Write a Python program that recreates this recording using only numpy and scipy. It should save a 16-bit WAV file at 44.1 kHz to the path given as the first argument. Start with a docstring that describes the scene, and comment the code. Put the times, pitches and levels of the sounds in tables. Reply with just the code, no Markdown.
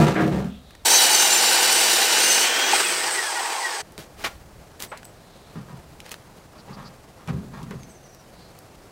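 """A mitre saw cuts through a post, runs free and coasts down: teeth noise rings the steel blade, and sines
locked to the motor speed whine under rushing air. Before it, the post is dragged off a timber stack by
stick-slip pulses and random slips through wooden resonances. After it, in a quiet yard, boots scuff on
gritty concrete while the post's foot bumps and slides on the hollow deck, made of struck and rubbed modes.
Shaped noise makes the open air and hoarse peeps of far birds; sines make thin squeaks and a far trill."""
import sys
import numpy as np
from scipy import signal
from scipy.fft import rfft, irfft
from scipy.io import wavfile
from scipy.ndimage import uniform_filter1d

SR = 44100
rng = np.random.default_rng(int(sys.argv[2]) if len(sys.argv) > 2 else 0)


def log_audio(samples):
    """Write samples as a 16-bit WAV file to the path given in sys.argv[1]."""
    # one column per channel
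    frames = np.atleast_2d(samples).T
    # limit to full scale, then quantise
    limited = np.clip(frames, -1, 1)
    pcm = np.round(limited * 32767).astype(np.int16)
    wavfile.write(sys.argv[1], SR, pcm)


N = 392931
T = np.arange(N) / SR  # time [s]
HZ = np.fft.rfftfreq(N, 1 / SR)  # frequency of each spectrum bin [Hz]
EDGE_HZ = 15880  # no sound above this frequency [Hz]

# open air of the yard: (frequency [Hz], relative level [dB])
YARD_SPECTRUM = [(12, -43), (20, 0), (167, -2.5), (240, -7), (300, -8), (335, -7), (385, -8), (419, -7.5),
                 (673, -8), (1080, -14.5), (3490, -25), (4490, -24), (5460, -25.5), (8530, -28),
                 (15800, -35.5)]
# open air, its quick flutter, and the breeze between gusts
AIR_DB, AIR_FLUTTER_DB, BREEZE_DB = -48.5, 1, -59
# gusts on the microphone: (time [s], length [s], level added to the breeze [dB])
GUSTS = [(4.05, 0.68, -51.5), (5.75, 0.29, -56), (6.7, 0.21, -61), (7.35, 0.56, -55)]

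# hoarse peeps of far birds: (time [s], length [s], level [dB], pitch [Hz])
PEEPS = [(0.474, 0.14, -54, 3250), (0.563, 0.29, -58, 3800), (5.1, 0.57, -60, 3900),
         (6.578, 0.039, -51, 4670), (6.724, 0.038, -50, 4730), (6.843, 0.05, -47.5, 4720),
         (8.3, 0.25, -57, 4300)]
PEEP_WIDTH_HZ = 1200
# thin high squeaks: (time [s], length [s], relative level [dB], pitch [Hz])
SQUEAKS = [(4.874, 0.048, -50, 8120), (5.045, 0.006, -38, 8070), (7.885, .045, -54, 8100)]
# a far bird's trill: (time [s], length [s], relative level [dB], starting pitch [Hz], ending pitch [Hz],
# notes a second [1/s])
TRILLS = [(7.698, 0.59, -52, 6550, 5600, 14)]

# grit cracking and light wooden ticks: (time [s], peak level [dB], centre [Hz], decay by 60 dB [s])
TICKS = [(0.707, -39, 1800, .02), (0.751, -36, 2000, 0.02), (3.922, -37, 7000, .01),
         (3.979, -21.5, 2800, 0.0069), (4.227, -32, 2500, 0.03), (4.246, -34, 2000, .012),
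         (4.803, -21, 5000, 0.0065), (4.824, -12.5, 6500, 0.0019), (4.838, -39, 4000, 0.0044),
         (4.848, -28, 3980, 0.0065), (4.974, -31, 3750, 0.043), (5.031, -32, 1300, 0.013),
         (5.052, -29.5, 7000, 0.017), (6.003, -27, 2700, 0.012), (6.063, -31, 2000, .01),
         (6.093, -30, 4000, .007), (6.110, -29, 3500, .007), (6.1172, -17, 2860, 0.0047),
         (6.118, -31, 9000, 0.008), (6.142, -23.5, 1150, 0.0075), (7.275, -33, 1300, 0.018),
         (7.291, -33, 1500, 0.022), (7.629, -37, 4000, 0.045), (7.709, -33, 2000, 0.013),
         (7.833, -32.5, 2200, 0.014), (8.148, -34, 9000, .006), (8.589, -31.5, 9000, .006)]
# scuffs of boots, wood and clothing: (time [s], length [s], relative level [dB], centre [Hz], width [octaves])
SCUFFS = [(0.147, 0.15, -22.5, 1490, 0.55), (3.978, 0.088, -40, 2880, 2.2), (3.979, 0.037, -32, 228, 0.81),
          (4.171, 0.22, -39.5, 1080, 3), (4.238, 0.05, -20.5, 1690, 1.33), (4.792, 0.091, -35.5, 3460, 8.3),
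          (4.824, 0.034, -36, 3960, 8.1), (4.914, 0.044, -29.5, 1030, 0.76),
          (4.944, 0.074, -45, 1960, 0.47), (6.033, 0.15, -45.5, 1930, 1.6),
          (6.113, 0.024, -33.5, 2470, 4.5), (7.279, 0.041, -32.5, 1310, 1.1),
          (7.707, 0.032, -40, 1700, 0.69)]
SCUFF_RING_DB = -9.5  # how much of a scuff rings on in the post

# the post's own ring: (frequency [Hz], width [Hz], relative level [dB])
POST_MODES = [(795, 15, 8), (975, 4.3, 10), (1162, 24, 4.5), (1398, 12, 7), (1605, 48, -2.5), (1866, 10, 1),
              (2400, 22, -22)]
# the hollow deck: (frequency [Hz], width [Hz], relative level [dB])
DECK_MODES = [(76, 4.2, -1), (102, 5, -4), (134, 9.3, 5), (175.7, 21.3, 1), (199.4, 16, 1), (236, 22, -5.5),
              (278, 8.5, -10), (396, 56, -15), (544, 42, -22.5), (996, 60, -29), (1230, 39, -44)]
# the post bumps the deck: (time [s], peak level [dB])
BUMPS = [(5.571, -27), (5.73, -30), (6.697, -32), (7.293, -20), (7.333, -22), (7.373, -24), (7.622, -28),
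         (7.755, -28)]
# the post's foot slides on the deck: (time [s], length [s], judder level [dB], rasp level [dB])
SLIDES = [(5.55, 0.021, -34.5, -45.5), (5.68, 0.022, -43, -49), (5.72, 0.025, -45, -60),
          (6.53, 0.027, -62, -50.5), (6.675, 0.036, -44, -45), (6.76, 0.059, -41.5, -44.5),
          (6.84, 0.033, -47, -51), (7.185, .03, -60, -51.5), (7.275, 0.032, -29.5, -42.5),
          (7.33, 0.031, -30, -68), (7.43, 0.11, -42.5, -82), (7.53, 0.075, -41.5, -44.5),
          (7.63, 0.066, -38, -67), (7.705, 0.014, -33, -48), (7.76, 0.052, -48, -68)]
# rasp of those slides: (frequency [Hz], relative level [dB])
SLIDE_RASP = [(290, -33), (500, -0.5), (1190, 4), (1500, -7), (4720, -16), (14000, -37)]

# post and stack bending: (frequency [Hz], width [Hz], relative level [dB])
DRAG_LOW = [(70, 20, -34), (152, 35, -1), (207, 18, 2), (254, 9.1, -5)]
# the groaning wood above that: (frequency [Hz], width [Hz], relative level [dB])
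DRAG_MID = [(311.6, 15, 1), (348, 26, -5), (405, 15, -1), (536, 94, -12), (715, 37, -10), (866, 18, -15.5),
            (900, 27, -19)]
# rasp of the drag: (frequency [Hz], relative level [dB])
DRAG_RASP = [(530, -41), (900, -8), (1540, -12), (2610, -16.5), (3050, -18), (8660, -29.5), (11100, -38),
             (13200, -35), (15800, -50)]
# shoves that drag the post off the stack:
# (time [s], length [s], judder level [dB], groan level [dB], rasp level [dB])
SHOVES = [(-0.01, 0.037, -12, -17.5, -24), (0.06, .035, -26, -23, -27.5), (0.155, 0.049, -27, -22.5, -41),
          (0.195, 0.087, -21.5, -22.5, -38), (0.31, 0.085, -24, -29.5, -39),
          (0.435, 0.023, -26.5, -50, -53), (0.7, 0.045, -68, -75, -59)]
SLIP_HZ = 74  # the post sticks and slips regularly as it starts to move
# a stroke takes hold over the grip time; then its layers die away [dB per s]
GRIP_S, JUDDER_FALL, GROAN_FALL, RASP_FALL = 0.0082, 160, 190, 160
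# the stack rocks on its bearers as the post leaves it: (time [s], peak level [dB])
ROCKS = [(0.05, -35), (0.33, -29.5)]
# that rocking: (frequency [Hz], width [Hz], relative level [dB])
ROCK_MODE = (68, 2.6, 0)

SAW_ON, SAW_OFF = 0.848, 3.822  # the saw is heard between these times [s]
# motor under power, sagging in the cut and recovering: (time [s], speed [turns a second])
DRIVEN_SPEED = [(0.85, 258), (1.0, 247.5), (1.27, 235.7), (1.4, 228.5), (1.9, 227.9), (2.02, 231),
                (2.15, 227.7), (2.4, 243.5), (2.6, 268.5), (2.7, 278.5)]
# trigger let go [s]; braking rate [1/s]; speed where air drag equals the brake [turns a second]
RELEASE_S, BRAKE_PER_S, DRAG_SPEED = 2.722, 1.24, 400
# whine of armature slots and commutator bars:
# (multiple of motor speed, relative level under power [dB], relative level coasting [dB])
WHINE_LINES = [(9, -47, -46), (16, -47, -34), (21, -43, -46), (22, -37, -52), (24, -42, -46),
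               (32, -45, -39.5), (41, -51, -47), (48, -54, -45), (56, -60, -49), (64, -56, -45.5),
               (80, -70, -48), (96, -70, -47), (128, -70, -47), (160, -70, -46)]
# how the motor housing passes that whine: (frequency [Hz], gain [dB])
HOUSING = [(900, -2), (1550, -6), (1780, 8.5), (1900, 14.5), (2060, 3.5), (2300, -14.5), (2900, -3),
           (3300, 4.5), (3800, -8), (4400, 2), (4950, 5.5), (5500, -1), (6100, 6), (6800, -1), (8300, 8),
           (10000, -14), (13000, -4), (16000, -11)]
# fan and gear whine: (multiple of motor speed, relative level [dB])
GEAR_LINES = [(12, 0.5), (13, -3.5)]
# that whine is loudest at the resonances of the motor's cover: (frequency [Hz], gain [dB])
COVER = [(900, -58), (1500, -42), (1750, -33), (2200, -35), (2600, -27), (2740, -34), (2860, -27),
         (2910, -30), (2960, -25), (3010, -33), (3100, -32), (3280, -27), (3360, -34), (3450, -48)]
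GEAR_DB = 1  # added to every fan and gear line

# how hard the teeth bite as the blade is fed through the post: (time [s], bite level [dB])
FEED = [(0.86, -24), (0.94, -24.5), (1.03, -25.5), (1.33, -28), (1.45, -27), (2.15, -29.5), (2.33, -28),
        (2.47, -29)]
# the bite throbs as the blade takes and clears the wood: rate [1/s], time of one crest [s], depth [dB]
THROB_PER_S, THROB_CREST_S, THROB_DB = 10, 1.33, 1.25
# sawdust and splintering: (frequency [Hz], relative level [dB])
CHIP_SPECTRUM = [(880, -25), (1500, -20.5), (2960, -7), (3530, -12), (6070, 6), (6630, -46), (8240, 5),
                 (11100, -9), (13600, -3.5), (15800, -13)]
# the blade's other modes: (frequency [Hz], width [Hz], relative level [dB])
BLADE_MODES = [(3701, 40, -7), (3951, 44, -4), (4537, 30, -5), (4672, 45, -4), (5289, 56, -7),
               (5591, 49, -5), (6298, 45, -3), (7062, 77, -6), (7991, 69, -4), (8699, 34, -6),
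               (9041, 86, -9), (9310, 40, -11), (9657, 36, -14), (9867, 33, -9), (10570, 71, -16),
               (10844, 86, -17), (12193, 36, -15), (12809, 41, -17), (13318, 60, -13), (14015, 42, -17),
               (14672, 38, -15), (15081, 45, -24)]
# the three loudest blade modes: (frequency [Hz], width [Hz], level over the bite [dB])
SING_MODES = [(4354, 57, -5.5), (6205, 29, -12.5), (7210, 67, -7)]
# the blade binds and one of those three sings out: (time [s], length [s], level [dB], mode number from 0)
SINGS = [(0.838, 0.23, -26, 0), (0.887, 0.12, -19, 1), (1.06, 0.23, -22.5, 1), (1.1, 0.2, -29, 2),
         (1.29, .11, -23, 1), (1.297, 0.086, -20.5, 2), (1.394, 0.22, -29.5, 0), (1.4, 0.12, -30, 2),
         (2.17, 0.29, -24.5, 1), (2.28, 0.077, -36, 0)]

# air rushing under power: (frequency [Hz], relative level [dB])
RUSH_SPECTRUM = [(59, -76), (100, -28), (143, -31.5), (259, -14), (294, -10.5), (413, -2), (645, -7.5),
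                 (732, -0.5), (1270, -7), (1470, 0), (1780, -2), (3150, -3), (3510, -6.5), (8530, -9.5),
                 (15800, -65)]
# air while coasting: (frequency [Hz], relative level [dB])
COAST_SPECTRUM = [(59, -75), (100, -39), (143, -19.5), (177, -30), (405, 0), (556, -7.5), (885, -4.5),
                  (1270, -3), (1820, -1), (3660, -8), (4920, -5), (6760, -10), (8010, -12), (10500, -19.5),
                  (15800, -27.5)]
# sizzle of the slowing blade: (frequency [Hz], width of each of two passes [Hz], relative level [dB])
SIZZLE_MODES = [(8000, 870, -0.5), (8770, 460, -1)]
# the slowing blade grazes the cut: (time [s], length [s], level added to the sizzle [dB])
GRAZES = [(2.716, .06, -32), (3.103, 0.067, -31.5)]
# layers that fade with the motor: (level at top speed [dB], loss for each halving of the speed [dB])
RUSH_LAW, COAST_LAW, HISS_LAW, SIZZLE_LAW = (-21.5, 1), (-23.5, 3.86), (-36, 10), (-26.5, 6.3)
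# the coasting blade rings faintly on: (level at top speed [dB], loss for each halving of the speed [dB])
BLADE_LAW = (-39, 5.1)

# the steel stand: (frequency [Hz], width [Hz], relative level [dB])
STAND_MODES = [(428, 174, -9.5), (504, 33, -3), (761, 54, 0.5), (854, 30, 3), (929, 55, -3)]
# the rattling guard: (frequency [Hz], width [Hz], relative level [dB])
GUARD_MODES = [(846, 150, 2.5), (1140, 140, -7)]
# a brief swell of the stand's drone while coasting: (time [s], length [s], level [dB])
STAND_SWELL = (3, 0.14, -31)
STAND_BITE_DB, STAND_IDLE_DB = -3.5, -43.5  # drone relative to the bite, and drone when idle
# the guard rattles most at this motor speed [turns a second], over a span of speed [octaves]
GUARD_DB, RATTLE_SPEED, RATTLE_OCTAVES = -31, 73.6, 0.44


def amp(db):
    """Decibels to gain."""
    return 10 ** (np.asarray(db) / 20)


def unit(x):
    """Scales to an rms of one."""
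    return x / np.sqrt(np.mean(x ** 2) + 1e-20)


def curves(rows):
    """Each column of a timed table, sample by sample."""
    s, *columns = np.transpose(rows)
    return [np.interp(T, s, c) for c in columns]


def during(start, end, fade):
    """One between two times, with straight ramps inside them."""
    return np.clip(np.minimum(T - start, end - T) / fade, 0, 1)


def swell(start, length):
    """A smooth rise and fall between zero and one."""
    return np.sin(np.pi * np.clip((T - start) / length, 0, 1))


def add(mix, s, sound):
    """Lays a sound into the mix."""
    part = mix[max(round(s * SR), 0):][:len(sound)]
    part += sound[:len(part)]


def read(points, hz):
    """Gain of a spectrum at the given frequencies."""
    f, db = np.transpose(points)
    return amp(np.interp(np.log(hz + 1), np.log(f + 1), db))


def colour(x, points):
    """Gives a signal a spectrum."""
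    return irfft(rfft(x) * read(points, HZ), N)


def above(x, hz):
    """Steep high-pass."""
    return signal.sosfilt(signal.butter(N=4, Wn=hz, btype="high", fs=SR, output="sos"), x)


def ring(x, modes):
    """Passes a signal through resonances of alternating sign."""
    body = 0
    for k, (hz, width, db) in enumerate(modes):
        damping = 1j * HZ * width
        body = body + (-1) ** k * amp(db) * damping / (hz * hz - HZ * HZ + damping)
    return irfft(rfft(x) * body, N)


def noise():
    """White noise."""
    return rng.standard_normal(N)


def wander(rate):
    """Random drift of unit size, mostly slower than the rate [Hz]."""
    return unit(irfft(rfft(noise()) / (1 + (HZ / rate) ** 4), N))


def grains(per_s, spread_db):
    """Tiny slips at random moments; the spread varies their sizes."""
    happens = rng.random(N) < per_s / SR
    sizes = amp(spread_db * np.minimum(rng.exponential(1, N), 4))
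    return unit(noise() * happens * sizes)


def echoes(x, wet_db, t60):
    """Adds a short scatter of reflections from nearby walls and ground."""
    t = np.arange(SR // 2) / SR
    scatter = rng.choice([-1., 1.], len(t)) * (rng.random(len(t)) < 2000 / SR)
    taps = scatter * (t > .003) * amp(-60 * t / t60)
    return x + amp(wet_db) * signal.oaconvolve(x, taps / np.linalg.norm(taps))[:N]


def struck(rows, modes):
    """Single blows, scaled by peak level, ring a body."""
    blows = np.zeros(N)
    for s, db in rows:
        add(blows, s, amp(db) * np.ones(1))
    return ring(blows, modes) / abs(ring(signal.unit_impulse(N), modes)).max()


def strokes(rows, column, fall):
    """Level of a run of strokes: each takes hold, lasts its length and dies away at fall dB a second."""
    power = np.zeros(N)
    for s, length, *levels_db in rows:
        t = np.arange(SR) / SR + max(-s, 0)
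        grip = np.minimum(t / GRIP_S, 1)
        level = grip * amp(levels_db[column] - fall * np.maximum(t - length, 0))
        add(power, s, level ** 2)
    return np.sqrt(power)


def judder(modes, lowest_hz):
    """Coarse slips shake a wooden body, evened out to a steady strength."""
    body = unit(above(ring(grains(per_s=1500, spread_db=-1), modes), lowest_hz))
    return body / np.sqrt(uniform_filter1d(body ** 2, size=1100) + 0.011)


def rasp(spectrum):
    """Fibres catch and let go, and set the post ringing."""
    slips = grains(per_s=4500, spread_db=1.5)
    fibres = unit(echoes(colour(slips, spectrum), wet_db=-2.5, t60=0.49))
    wood = unit(above(ring(slips, POST_MODES), hz=650))
    return unit(fibres + amp(-3.5) * wood) * amp(1.1 * wander(84))


def yard():
    """Open air with a light breeze and a distant drone; it is more sheltered beside the timber stack."""
    air = unit(above(colour(noise(), YARD_SPECTRUM), hz=93)) * amp(AIR_DB + AIR_FLUTTER_DB * wander(41))
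    rumble = unit(colour(noise(), [(10, -20), (30, 11), (70, 9.5), (130, -1), (400, -31)]))
    breeze = amp(BREEZE_DB) + sum(amp(db) * swell(s, length) for s, length, db in GUSTS)
    hum = amp(-68.5) * unit(ring(noise(), [(153, 12, 0)]))
    in_yard = (air + hum + breeze * rumble) * during(SAW_OFF - .02, 10, fade=0.0084)
    at_stack = (amp(-4.5) * air + amp(-52.5) * rumble) * during(-1, SAW_ON + .02, fade=.01)
    return in_yard + at_stack + amp(-74) * rumble


def peeps():
    """Short breathy notes of far birds, each a swelling band of noise about its pitch."""
    out, breath = np.zeros(N), noise()
    for s, length, db, hz in PEEPS:
        band = 1 / (1 + (2 * (HZ - hz) / PEEP_WIDTH_HZ) ** 2)
        out += amp(db) * swell(s, length) * unit(irfft(rfft(breath) * band, N))
    return out


def whistles():
    """Steady squeaks, and trills of quick falling notes, all sines with a slightly unsteady pitch."""
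    out, warble = np.zeros(N), 1 + 0.0108 * wander(227)
    for s, length, db, hz in SQUEAKS:
        tone = np.sin(2 * np.pi * hz * np.cumsum(warble) / SR)
        out += amp(db) * during(s, s + length, fade=length / 3) * tone
    for s, length, db, start_hz, end_hz, per_s in TRILLS:
        note = ((T - s) * per_s + .3 * wander(6)) % 1  # place within the note, 0 to 1
        glide = np.interp(T, [s, s + length], [start_hz, end_hz])
        hz = glide * (1 + 0.21 * (.5 - note)) * warble
        tone = np.sin(np.pi * note) ** 2 * np.sin(2 * np.pi * np.cumsum(hz) / SR)
        out += amp(db) * during(s, s + length, fade=length / 4) * tone
    return out


def ticks():
    """Each tick is a quickly dying crack in one broad resonance."""
    out, t = np.zeros(N), np.arange(4000) / SR
    for s, db, hz, t60 in TICKS:
        b, a = signal.iirpeak(hz, .7, fs=SR)
        crack = signal.lfilter(b, a, rng.standard_normal(len(t)) * amp(-60 * t / t60))
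        add(out, s, amp(db) * crack / abs(crack).max())
    return out


def scuffs():
    """Short gritty strokes that swell quickly and fade."""
    out, grit = np.zeros(N), grains(per_s=14000, spread_db=-0.2)
    for s, length, db, hz, octaves in SCUFFS:
        u = np.clip((T - s) / length, 0, 1)
        hump = (1 + (np.log2((HZ + 1) / hz) / octaves) ** 2 / 3) ** -2
        band = hump / np.sqrt(HZ + hz / 2)  # tilted towards the lows
        stroke = np.minimum(u / 0.14, 1) * (1 - u) * 0.89
        out += amp(db) * unit(irfft(rfft(grit) * band, N)) * stroke
    return out


def post():
    """The post's foot is bumped and slid along the hollow deck."""
    boom = strokes(SLIDES, 0, JUDDER_FALL) * judder(DECK_MODES, lowest_hz=70)
    scrape = strokes(SLIDES, 1, RASP_FALL) * rasp(SLIDE_RASP)
    return struck(BUMPS, DECK_MODES) + boom + scrape


def drag():
    """The post starts with a stick-slip growl, then groans and rasps off the stack."""
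    slips = unit(ring(np.diff(np.floor(SLIP_HZ * T), prepend=0), DRAG_LOW))  # one pulse a slip
    sticking = during(-1, 0.081, fade=0.028)
    low = sticking * slips + (1 - sticking) * judder(DRAG_LOW, lowest_hz=59.6)
    shake = strokes(SHOVES, 0, JUDDER_FALL) * low
    groan = strokes(SHOVES, 1, GROAN_FALL) * judder(DRAG_MID, lowest_hz=277)
    scrape = strokes(SHOVES, 2, RASP_FALL) * rasp(DRAG_RASP)
    rocking = struck(ROCKS, [ROCK_MODE])
    return (shake + groan + scrape + rocking) * during(0, SAW_ON, fade=0.001)


def motor_speed():
    """Turns a second: set by the load, then run down by the brake and by air drag."""
    driven, = curves(DRIVEN_SPEED)
    braking = np.exp(BRAKE_PER_S * np.maximum(T - RELEASE_S, 0))
    return 1 / ((1 / driven + 1 / DRAG_SPEED) * braking - 1 / DRAG_SPEED)


def fading(law, speed):
    """Gain of a layer that fades as the motor slows."""
    top_db, halving_db = law
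    return amp(top_db + halving_db * np.log2(speed / speed.max()))


def whine(speed, powered):
    """Multiples of the motor speed flutter; the armature's lines swell as they sweep the housing's resonances."""
    flutter = 1 + .0005 * wander(40) + .007 * (1 - powered) * wander(200)
    turns = np.cumsum(speed * flutter) / SR
    lines = [(k, amp(GEAR_DB + db) * read(COVER, k * speed)) for k, db in GEAR_LINES]
    for k, power_db, coast_db in WHINE_LINES:
        db = powered * power_db + (1 - powered) * coast_db + 2 * wander(14)
        in_band = k * speed < EDGE_HZ
        lines.append((k, amp(db) * read(HOUSING, k * speed) * in_band))
    tones = sum(level * np.sin(2 * np.pi * (k * turns + rng.random())) for k, level in lines)
    # the rotor's unbalance
    shaft = amp(-49.5) * (speed / speed.max()) ** 1.9 * np.sin(2 * np.pi * turns)
    # reflections off the steel wall lag behind the falling pitch and break the glides up
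    broken = amp(-5) * echoes(tones, wet_db=0.5, t60=0.086)
    return powered * tones + (1 - powered) * broken + np.sqrt(2) * shaft


def drone(speed, bite_db):
    """The cut shakes the steel stand, which swells once more in the coast; the slowing motor rattles the guard."""
    s, length, swell_db = STAND_SWELL
    cut = amp(bite_db + STAND_BITE_DB) * during(0, 2.32, fade=0.18)
    late = amp(swell_db) * swell(s, length)
    level = np.sqrt(cut ** 2 + amp(STAND_IDLE_DB) ** 2 + late ** 2)
    stand = level * unit(above(ring(noise(), STAND_MODES), hz=348))
    # the guard rattles most as the motor slows through this speed
    rattle = amp(GUARD_DB) * np.exp(-(np.log2(speed / RATTLE_SPEED) / RATTLE_OCTAVES) ** 2 / 2)
    return stand + rattle * unit(above(ring(noise(), GUARD_MODES), hz=600))


def singing(drive, bite_db):
    """The loudest blade modes ring with the bite and swell when the blade binds."""
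    out = np.zeros(N)
    for k, (hz, width, db) in enumerate(SING_MODES):
        binding = sum((amp(peak_db) * swell(s, length)) ** 2 for s, length, peak_db, mode in SINGS if mode == k)
        level = np.sqrt(amp(bite_db + db) ** 2 + binding)
        out += level * unit(ring(drive, [(hz, width, 0)]))
    return out


def cutting(speed, bite_db):
    """Teeth tear at the wood, harder once a turn, and set the steel blade ringing."""
    turns = np.cumsum(speed * .26) / SR  # the blade is geared down from the motor
    teeth = 1 + .5 * np.cos(2 * np.pi * 40 * turns)  # 40 teeth
    stroke = unit(teeth * amp(1.3 * np.sin(2 * np.pi * turns) + 0.81 * wander(60)))
    chips = unit(colour(stroke * grains(per_s=8300, spread_db=-1.0), CHIP_SPECTRUM))
    drive = stroke * noise()
    # six groups of modes waver separately
    steel = unit(sum(ring(drive, BLADE_MODES[k::6]) * amp(2.2 * wander(4)) for k in range(6)))
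    bite = amp(bite_db) * (amp(1.5) * chips * during(0, 2.5, fade=0.11) + amp(5.0) * steel)
    # hum at one, two and three times the blade's turning
    wobble = sum(amp(db) * np.sin(2 * np.pi * k * turns) for k, db in [(1, -63), (2, -60), (3, -56)])
    return (bite + singing(drive, bite_db) + wobble) * during(0, 2.5, fade=0.047)


def rushing_air(speed, powered):
    """Smooth noise under power gives way to grainier noise coasting, both fading with the motor."""
    rush = fading(RUSH_LAW, speed) * np.sqrt(powered) * unit(colour(noise(), RUSH_SPECTRUM))
    coarse = unit(colour(grains(per_s=14000, spread_db=1.5), COAST_SPECTRUM))
    coast = fading(COAST_LAW, speed) * np.sqrt(1 - powered) * coarse
    flare_db = 3.3 * swell(2.69, 0.14)  # as the brake takes hold
    return (rush + coast) * amp(1.14 * wander(59) + flare_db)


def slowing_blade(speed, powered):
    """The blade sizzles, grazes the cut and rings faintly on as it coasts down."""
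    grazing = fading(SIZZLE_LAW, speed) + sum(amp(db) * swell(s, length) for s, length, db in GRAZES)
    bright = unit(sum(ring(ring(noise(), [mode]), [mode]) for mode in SIZZLE_MODES))
    sizzle = grazing * amp(1.5 * wander(50)) * bright
    ringing = fading(BLADE_LAW, speed) * unit(ring(noise(), BLADE_MODES))
    return (sizzle + ringing) * (1 - powered)


def saw():
    """Air rush, whine and cutting; released, the head knocks on its stop and the blade sizzles as it slows."""
    speed = motor_speed()
    feed_db, = curves(FEED)
    bite_db = feed_db + THROB_DB * np.cos(2 * np.pi * THROB_PER_S * (T - THROB_CREST_S))
    powered = during(0, 2.77, fade=0.072)
    # teeth brushing out of the slot
    hiss = fading(HISS_LAW, speed) * unit(above(noise(), hz=9500)) * during(2.4, 3.8, fade=.05)
    stop = amp(-11) * np.sin(2 * np.pi * 840 * T) * during(2.731, 2.742, fade=.003)
    body = rushing_air(speed, powered) + hiss + drone(speed, bite_db) + stop
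    blade = slowing_blade(speed, powered) + cutting(speed, bite_db)
    near = echoes(body + blade, wet_db=-10.0, t60=0.043)
    return (near + whine(speed, powered)) * during(SAW_ON, SAW_OFF, fade=0.012)


def scene():
    """All sources at one microphone."""
    scraping = scuffs()
    gritty = ticks() + scraping + amp(SCUFF_RING_DB) * ring(scraping, POST_MODES)
    near = echoes(gritty, wet_db=-12, t60=0.15)
    thin = echoes(amp(-1.5) * whistles(), wet_db=-3, t60=0.18) + peeps()
    return (yard() + thin + near + post() + drag() + saw())[None]


def record(dry):
    """Limits the band with a steep low-pass."""
    lowpass = signal.firwin(511, EDGE_HZ, window=("kaiser", 9), fs=SR)
    return signal.oaconvolve(dry, lowpass[None], "same")


dry = scene()
out = record(dry)
log_audio(out)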